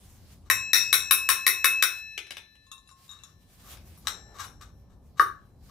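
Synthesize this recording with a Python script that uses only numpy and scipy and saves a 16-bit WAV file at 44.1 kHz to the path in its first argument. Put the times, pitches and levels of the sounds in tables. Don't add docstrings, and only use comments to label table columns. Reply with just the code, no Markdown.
import sys
import numpy as np
from scipy import signal
from scipy.fft import rfft, irfft, next_fast_len
from scipy.io import wavfile
from scipy.ndimage import uniform_filter1d

SR = 44100
rng = np.random.default_rng(int(sys.argv[2]) if len(sys.argv) > 2 else 0)


def magnitude_from_level(level_db):
    exponent = np.asarray(level_db, float) / 20
    return 10 ** exponent


def wrap_up_sound(samples):
    columns = np.atleast_2d(samples).T
    tamed = np.clip(columns, -1, 1)
    steps = np.round(tamed * 32767).astype(np.int16)
    wavfile.write(sys.argv[1], SR, steps)


N = 251370

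# [t/s, clank level/dB, hammer head ring/dB, hub middle ring/dB, hub high ring/dB]
BLOWS = [(0.5001, -12, -28, -27, -32), (0.7326, -4, -26.5, -20, -26.5), (0.9284, -8.5, -32, -29, -25.5),
         (1.1097, -12.5, -25.5, -29, -21.5), (1.2896, -9.5, -29, -29.5, -24.5), (1.4657, -9, -28, -32, -24),
         (1.644, -11.5, -20.5, -33.5, -26.5), (1.825, -10, -33, -32.5, -27)]
# [t/s, contact level/dB, low ring/dB, middle ring/dB, high ring/dB]
TOUCHES = [
    (2.715, -38, -49, -67, -67),
    (2.891, -43.5, -72, -63, -82),
    (3.092, -65, -48, -60.5, -72),
    (3.236, -47, -56, -59, -76),
    (3.975, -50, -74.5, -76, -63),
    (4.071, -8.5, -40.5, -41, -50),
    (4.4, -46, -70, -50.5, -71),
    (4.440, -33, -69, -56.5, -59.5),
    (5.196, -14.5, -59, -61.5, -45),
]
# [t/s, level/dB]
FINAL_KNOCK = [(5.1965, 3)]
# [f/Hz, width/Hz, level/dB]
GRATING_BODY = [(1144, 90, 4), (1750, 970, -2), (2907, 220, -7.5), (3842, 250, -5), (4480, 320, -7.5),
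                (5920, 1400, -4), (8100, 860, -8), (11900, 2000, -10)]


def at_hz(points, hz):
    points_hz, values = np.transpose(points)
    return np.interp(np.log(hz), np.log(points_hz), values)


def rms_one(x):
    return x / np.sqrt(np.mean(x ** 2) + 1e-20)


def drift(rate):
    points = rng.standard_normal(400)
    return np.interp(np.arange(N) / SR * rate, np.arange(len(points)), points)


def stereo_band(white, low, high, likeness):
    band = signal.butter(2, [low, high], "band", fs=SR, output="sos")
    mid, side = signal.sosfilt(band, white)
    alike = np.clip(at_hz(likeness, np.sqrt(low * high)), 0, 1)
    return np.sqrt(1 + alike) * mid + np.sqrt(1 - alike) * side * [[1], [-1]]


def banded_noise(spectrum, low_hz, patchy_db, rate):
    # [f/Hz, likeness]
    likeness = [(60, .92), (240, 0.88), (950, 0.69), (3770, 0.16), (15000, 0.058)]
    out, together = 0, drift(rate)
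    white = rng.standard_normal((2, 2, N))
    edges = low_hz * 2 ** np.arange(0, 6.1, .5)
    for k, (low, high) in enumerate(zip(edges, edges[1:])):
        flicker = patchy_db * (together + 0.57 * drift(rate))
        gain = magnitude_from_level(at_hz(spectrum, np.sqrt(low * high)) + flicker)
        out = out + gain * stereo_band(white[k % 2], low, high, likeness)
    return rms_one(out)


def strokes(rows, rise_db_s, fall_db_s):
    t = np.arange(0, N + 64, 32) / SR
    s, length, db = np.transpose(rows)[:, :, None]
    rise = rise_db_s * np.maximum(s - t, 0)
    fall = fall_db_s * np.maximum(t - s - length, 0)
    return np.interp(np.arange(N) / SR, t, magnitude_from_level(db - rise - fall).sum(axis=0))


def body(force, resonances):
    out = 0
    for k, (hz, width, db) in enumerate(resonances):
        r = np.exp(-np.pi * width / SR)
        gain = magnitude_from_level(db) * (-1) ** k * np.sqrt(1 - r * r)
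        poles = [1, -2 * r * np.cos(2 * np.pi * hz / SR), r * r]
        out = out + signal.lfilter([gain, 0, -gain], poles, force + 1e-18)
    return out


def contacts(events, fade_s, click):
    force, t = np.zeros(N), np.arange(1300) / SR
    ragged = rng.standard_normal((len(events), len(t)))
    for (s, db, *_), rag in zip(events, ragged):
        burst = rag * np.exp(-t / fade_s) / np.sqrt(fade_s * SR)
        force[round(s * SR):][:len(t)] += magnitude_from_level(db) * (burst + click * (t == 0))
    return force


def rings(times, levels_db, modes, carry_db, scatter_db):
    contact_s = 0.0016
    out, (hz, db, t60) = np.zeros((2, N)), np.transpose(modes)
    luck = rng.standard_normal((len(times), 2, len(hz)))
    turn = rng.uniform(-.2, .9, len(hz))
    pole = (2j * np.pi * hz - np.log(1000) / t60) / SR
    starts = [round(s * SR) for s in times] + [N]
    height = np.zeros(len(hz))
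    for k, (start, end) in enumerate(zip(starts, starts[1:])):
        struck = magnitude_from_level(levels_db[k] + db + scatter_db * luck[k, 0])
        height = np.hypot(height * magnitude_from_level(carry_db), struck)
        sides = height * np.exp(1j * (3 * luck[k, 1] + np.outer([1, -1], turn)))
        since = np.arange(end - start)
        swing = np.exp(np.outer(pole, since).astype(np.complex64))
        out[:, start:end] = (sides @ swing).imag * np.minimum(since / (contact_s * SR), 1)
        height = height * np.exp(pole.real * (end - start))
    return out


def slow_gain():
    before_db, after_db = -52.5, -52
    step_db, lag_s, hold_s, recover_s = 1.35, 0.22, 0.93, 0.86
    knock_duck_db = 2.5
    s = [row[0] + lag_s for row in BLOWS]
    db = before_db - step_db * np.arange(len(s) + 1)
    back = s[-1] + hold_s
    times = [s[0] - .05, *s, back, back + recover_s, FINAL_KNOCK[0][0], N / SR]
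    levels = [*db, db[-1], after_db, after_db, after_db - knock_duck_db]
    return magnitude_from_level(np.interp(np.arange(N) / SR, times, levels))


def rumble():
    # [f/Hz, level/dB per Hz]
    colour = [(12, -44), (20, -25), (65, 1.5), (123, -8), (163, -10), (204, -13), (398, -25.5),
              (458, -24.5), (561, -25.5), (948, -31), (1160, -50), (2040, -31.5), (2500, -40), (3250, -70),
              (5500, -120)]
    hum = banded_noise(colour, 25, patchy_db=0.9, rate=5.8)
    return slow_gain() * hum * magnitude_from_level([[.7], [-.7]])


def rustle():
    # [t/s, length/s, level/dB]
    moves = [(.01, 0.044, -70), (.1, .23, -71.5), (.157, 0.011, -80), (1.95, 0.035, -61.5),
             (2.07, 0.087, -74), (2.97, .09, -76), (3.415, 0.018, -68), (3.49, .06, -70),
             (3.6, 0.015, -64.5), (3.655, 0.067, -69), (3.705, 0.047, -61.5), (3.8, 0.019, -64.5),
             (3.875, .09, -60.5), (3.98, 0.048, -72), (5.635, .03, -72), (5.665, .05, -67.5)]
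    # [f/Hz, level/dB per Hz]
    colour = [(290, -38.5), (500, -11), (1140, -9.5), (1420, -2), (1590, -9.5), (3830, -6), (7560, -8.5),
              (12900, -9.5), (15800, -17)]
    hiss_db = -75.5
    hands = magnitude_from_level(8.0) * strokes(moves, rise_db_s=449.5, fall_db_s=325) + magnitude_from_level(hiss_db)
    return hands * banded_noise(colour, 340, patchy_db=4.0, rate=15.0)


def drags():
    # [t/s, length/s, level/dB]
    shifts = [
        (3.64, 0.13, -65.5),
        (4.1, 0.061, -56),
        (4.3, 0.19, -60),
    ]
    # [f/Hz, width/Hz, level/dB]
    colour = [(410, 180, -0.5), (800, 130, 0), (1327, 380, -6)]
    grit = rng.laplace(size=(2, N))
    grind = rms_one(body(grit[0] + 0.9 * grit, colour))
    return grind * strokes(shifts, rise_db_s=252, fall_db_s=120)


def tools_laid_down():
    # [t/s, level/dB]
    landings = [(2.178, -16), (2.268, -35), (2.307, -19.5), (2.319, -52), (2.369, -23), (2.38, -41),
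                (2.4, -44), (2.425, -51), (2.554, -45), (3.5, -54), (3.771, -35.5), (4.188, -55)]
    # [f/Hz, width/Hz, level/dB]
    handle = [(350, 230, -15), (1540, 1370, 1.5), (2270, 1420, 4.5), (3450, 530, 0), (5400, 1200, -8),
              (12000, 4500, -14)]
    return magnitude_from_level(7.0) * body(contacts(landings, fade_s=0.0038, click=0.32), handle)


def scrapes():
    # [t/s, length/s, level/dB]
    grates = [(.46, 0.017, -62.5), (3.09, 0.057, -61), (3.16, 0.13, -64.5), (3.64, 0.12, -62.5),
              (4.056, 0.014, -54), (4.345, 0.027, -55), (4.385, 0.028, -53.5), (4.4, 0.0044, -37),
              (4.43, 0.021, -45), (4.613, 0.017, -51.5), (4.66, 0.032, -68), (4.9, .03, -70.5),
              (5.177, 0.026, -46.5), (5.693, .02, -60)]
    sizes = magnitude_from_level(4.1 * np.minimum(rng.exponential(1, N), 5)) * rng.choice([-1, 1], N)
    catches = sizes * (rng.random(N) < 2500 / SR)
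    grains = rms_one(body(catches, GRATING_BODY))
    return grains * strokes(grates, rise_db_s=1799.5, fall_db_s=796.5)


def loose_punch():
    # [t/s, level/dB, lowest mode level/dB]
    tinkles = [(2.6663, -44, 3), (2.7152, -27.5, -3), (2.7796, -44, 5.5), (2.8656, -51, 0),
               (2.8738, -40.5, -3), (2.9118, -37, 1.5), (3.0794, -43.5, -13), (3.0962, -41, -12.5),
               (3.1125, -35.5, -6), (3.188, -41, -9), (3.235, -26.5, -15), (3.248, -46, 5)]
    # [f/Hz, level/dB, t60/s]
    modes = [(1077, -9.5, 0.58), (2693, -17, 0.33), (3550, -3.5, 0.053), (3917, -3, 0.051),
             (4985, -21, 0.074), (6540, -6, 0.052), (7160, -8.5, 0.069), (8540, -17.5, 0.15),
             (10860, -18.5, 0.14), (11560, -22, 0.11)]
    s, db, low_db = np.transpose(tinkles)
    lowest = np.arange(len(modes)) == 0
    levels = db[:, None] - 11.5 + np.outer(low_db, lowest)
    return rings(s, levels, modes, carry_db=-14.0, scatter_db=5.0)


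def touches():
    return magnitude_from_level(4.0) * body(contacts(TOUCHES, fade_s=0.0051, click=0.58), GRATING_BODY)


def hollow_knock():
    # [f/Hz, width/Hz, level/dB]
    hollow = [(396, 100, -22), (1132, 24, 0), (1228, 45, 1), (1726, 260, -2), (1896, 350, -10),
              (3710, 100, -21)]
    return magnitude_from_level(8.5) * body(contacts(FINAL_KNOCK, fade_s=0.000083, click=0.61), hollow)


def thuds():
    # [f/Hz, width/Hz, level/dB]
    concrete = [(200, 120, -6), (330, 200, -1), (680, 300, -3)]
    force = np.zeros(N)
    force[[round(row[0] * SR) for row in BLOWS]] = magnitude_from_level(-22)
    return body(force, concrete)


def clanks():
    # [f/Hz, width/Hz, level/dB]
    clank = [(455, 330, -20), (1070, 31, -5.5), (1410, 340, -1.5), (1838, 190, 2.5), (2345, 460, -2.5),
             (3835, 110, 0), (5300, 1500, -5), (9140, 4300, -4), (12050, 1500, -1), (15700, 1000, -10)]
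    return magnitude_from_level(13.0) * body(contacts(BLOWS, fade_s=0.0027, click=0.6), clank)


def hammer_head():
    # [t/s, level/dB]
    damped = [
        (2.176, -49),
        (2.311, -61),
        (2.370, -62.5),
    ]
    s, db = np.transpose([(row[0], row[2]) for row in BLOWS] + damped)
    note = [(2594, 0, 1.68)]   # f/Hz, level/dB, t60/s
    return rings(s, db, note, carry_db=-25, scatter_db=0)


def steel():
    modes_hz = [760, 925, 1758, 3769, 3867, 4015, 5292, 5469, 5642, 5662, 5737, 6325, 7165, 7559, 8410,
                8759, 9238, 9384, 9668, 9781, 10107, 11620, 11875, 12185, 12367, 13097, 13810, 14210, 14840,
                15620]
    # [level/dB, t60/s]
    modes_ring = [(-40.5, 1.0), (-36, 1.1), (-23, 3.0), (-5.5, .3), (-10.5, .12), (-22.5, 2.7), (-23, 0.79),
                  (-13.5, 0.22), (0.5, 0.23), (-14.5, 1.5), (-9, 0.61), (-25, 0.26), (-17, 0.32),
                  (-15.5, 0.6), (-16, 0.27), (-7.5, 0.21), (-4, 0.16), (-2, 0.1), (-13.5, 0.17), (-6, .17),
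                  (-9.5, 0.23), (-15, 0.16), (-12.5, 0.26), (-1.5, 0.16), (-4, 0.18), (-9.5, .18),
                  (-17, 0.42), (-24.5, .45), (-12, 0.23), (-17.5, 0.12)]
    low_db, middle_from_hz, high_from_hz = -31.5, 5000, 8000
    blows = [(s, low_db, middle, high) for s, _, _, middle, high in BLOWS]
    later = [(s, low, middle, high) for s, _, low, middle, high in TOUCHES]
    hits, hz = np.array(blows + later), np.array(modes_hz)
    group = 1 + (hz > middle_from_hz).astype(int) + (hz > high_from_hz)
    modes = np.column_stack([hz, modes_ring])
    return rings(hits[:, 0], hits[:, group], modes, carry_db=-4.5, scatter_db=3.0)


def garage(hits, ringing, tail_db, ringing_wet_db):
    # [f/Hz, t60/s]
    decay = [(200, 0.45), (500, 0.33), (1200, 0.31), (3000, 0.27), (8000, 0.23), (15000, 0.17)]
    # [f/Hz, likeness]
    likeness = [(250, 1), (600, 0.67), (2000, 0.44), (8000, 1)]
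    # [delay/s, level/dB]
    echoes = [(0.0117, -5), (0.0153, -15), (.0245, -15)]
    # [f/Hz, level/dB]
    left_db = [(60, -0.5), (150, -0.5), (380, 2.5), (950, 5.5), (2380, 7), (5980, 12), (15000, 2.5)]
    size, t = next_fast_len(N + SR // 2), np.arange(SR // 2) / SR
    hz = np.maximum(np.arange(size // 2 + 1) * SR / size, 1)
    white, tail = rng.standard_normal((2, len(t))), 0
    edges = np.geomspace(100, 19000, num=12)
    for low, high in zip(edges, edges[1:]):
        fade = magnitude_from_level(-60 * t / at_hz(decay, np.sqrt(low * high)))
        tail = tail + stereo_band(white, low, high, likeness) * fade
    walls = rfft(magnitude_from_level(tail_db) * tail * np.clip(t / 0.0019, 0, 1), size)
    for delay, db in echoes:
        side_delay = delay + np.array([[.0002], [-.0002]])
        walls = walls + magnitude_from_level(db) * np.exp(-2j * np.pi * hz * side_delay)
    lean = magnitude_from_level(at_hz(left_db, hz) * np.array([[.3], [-.7]]))
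    heard = rfft(hits, size) * (1 + walls)
    heard = heard + rfft(ringing, size) * (1 + magnitude_from_level(ringing_wet_db) * walls)
    return irfft(heard * lean, size)[:, :N]


def scene():
    hits = clanks() + thuds() + touches() + tools_laid_down() + scrapes()
    ringing = magnitude_from_level(5.0) * steel() + hammer_head() + loose_punch() + hollow_knock()
    near = garage(hits, ringing, tail_db=-26.0, ringing_wet_db=-5.5)
    return near + rustle() + drags() + rumble()


def limiter(x, top_db, release_db_s, ahead_s):
    over = np.maximum(20 * np.log10(np.abs(x).max(axis=0) + 1e-9) - top_db, 0)
    climb = release_db_s * np.arange(N) / SR
    held = np.maximum.accumulate(over + climb) - climb
    lead = int(ahead_s * SR)
    early = np.interp(np.arange(N) + lead, np.arange(N), held)
    return x * magnitude_from_level(-uniform_filter1d(np.maximum(early, held), size=lead))


def roll_off(x):
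    return signal.sosfilt(signal.butter(12, 16960, fs=SR, output="sos"), x)


def record(dry):
    level = limiter(dry, top_db=-4, release_db_s=499, ahead_s=0.0095)
    top_cut = signal.cheby2(12, 50, 16150, fs=SR, output="sos")
    mix = signal.sosfilt(top_cut, level)
    return roll_off(mix)


dry = scene()
out = record(dry)
wrap_up_sound(out)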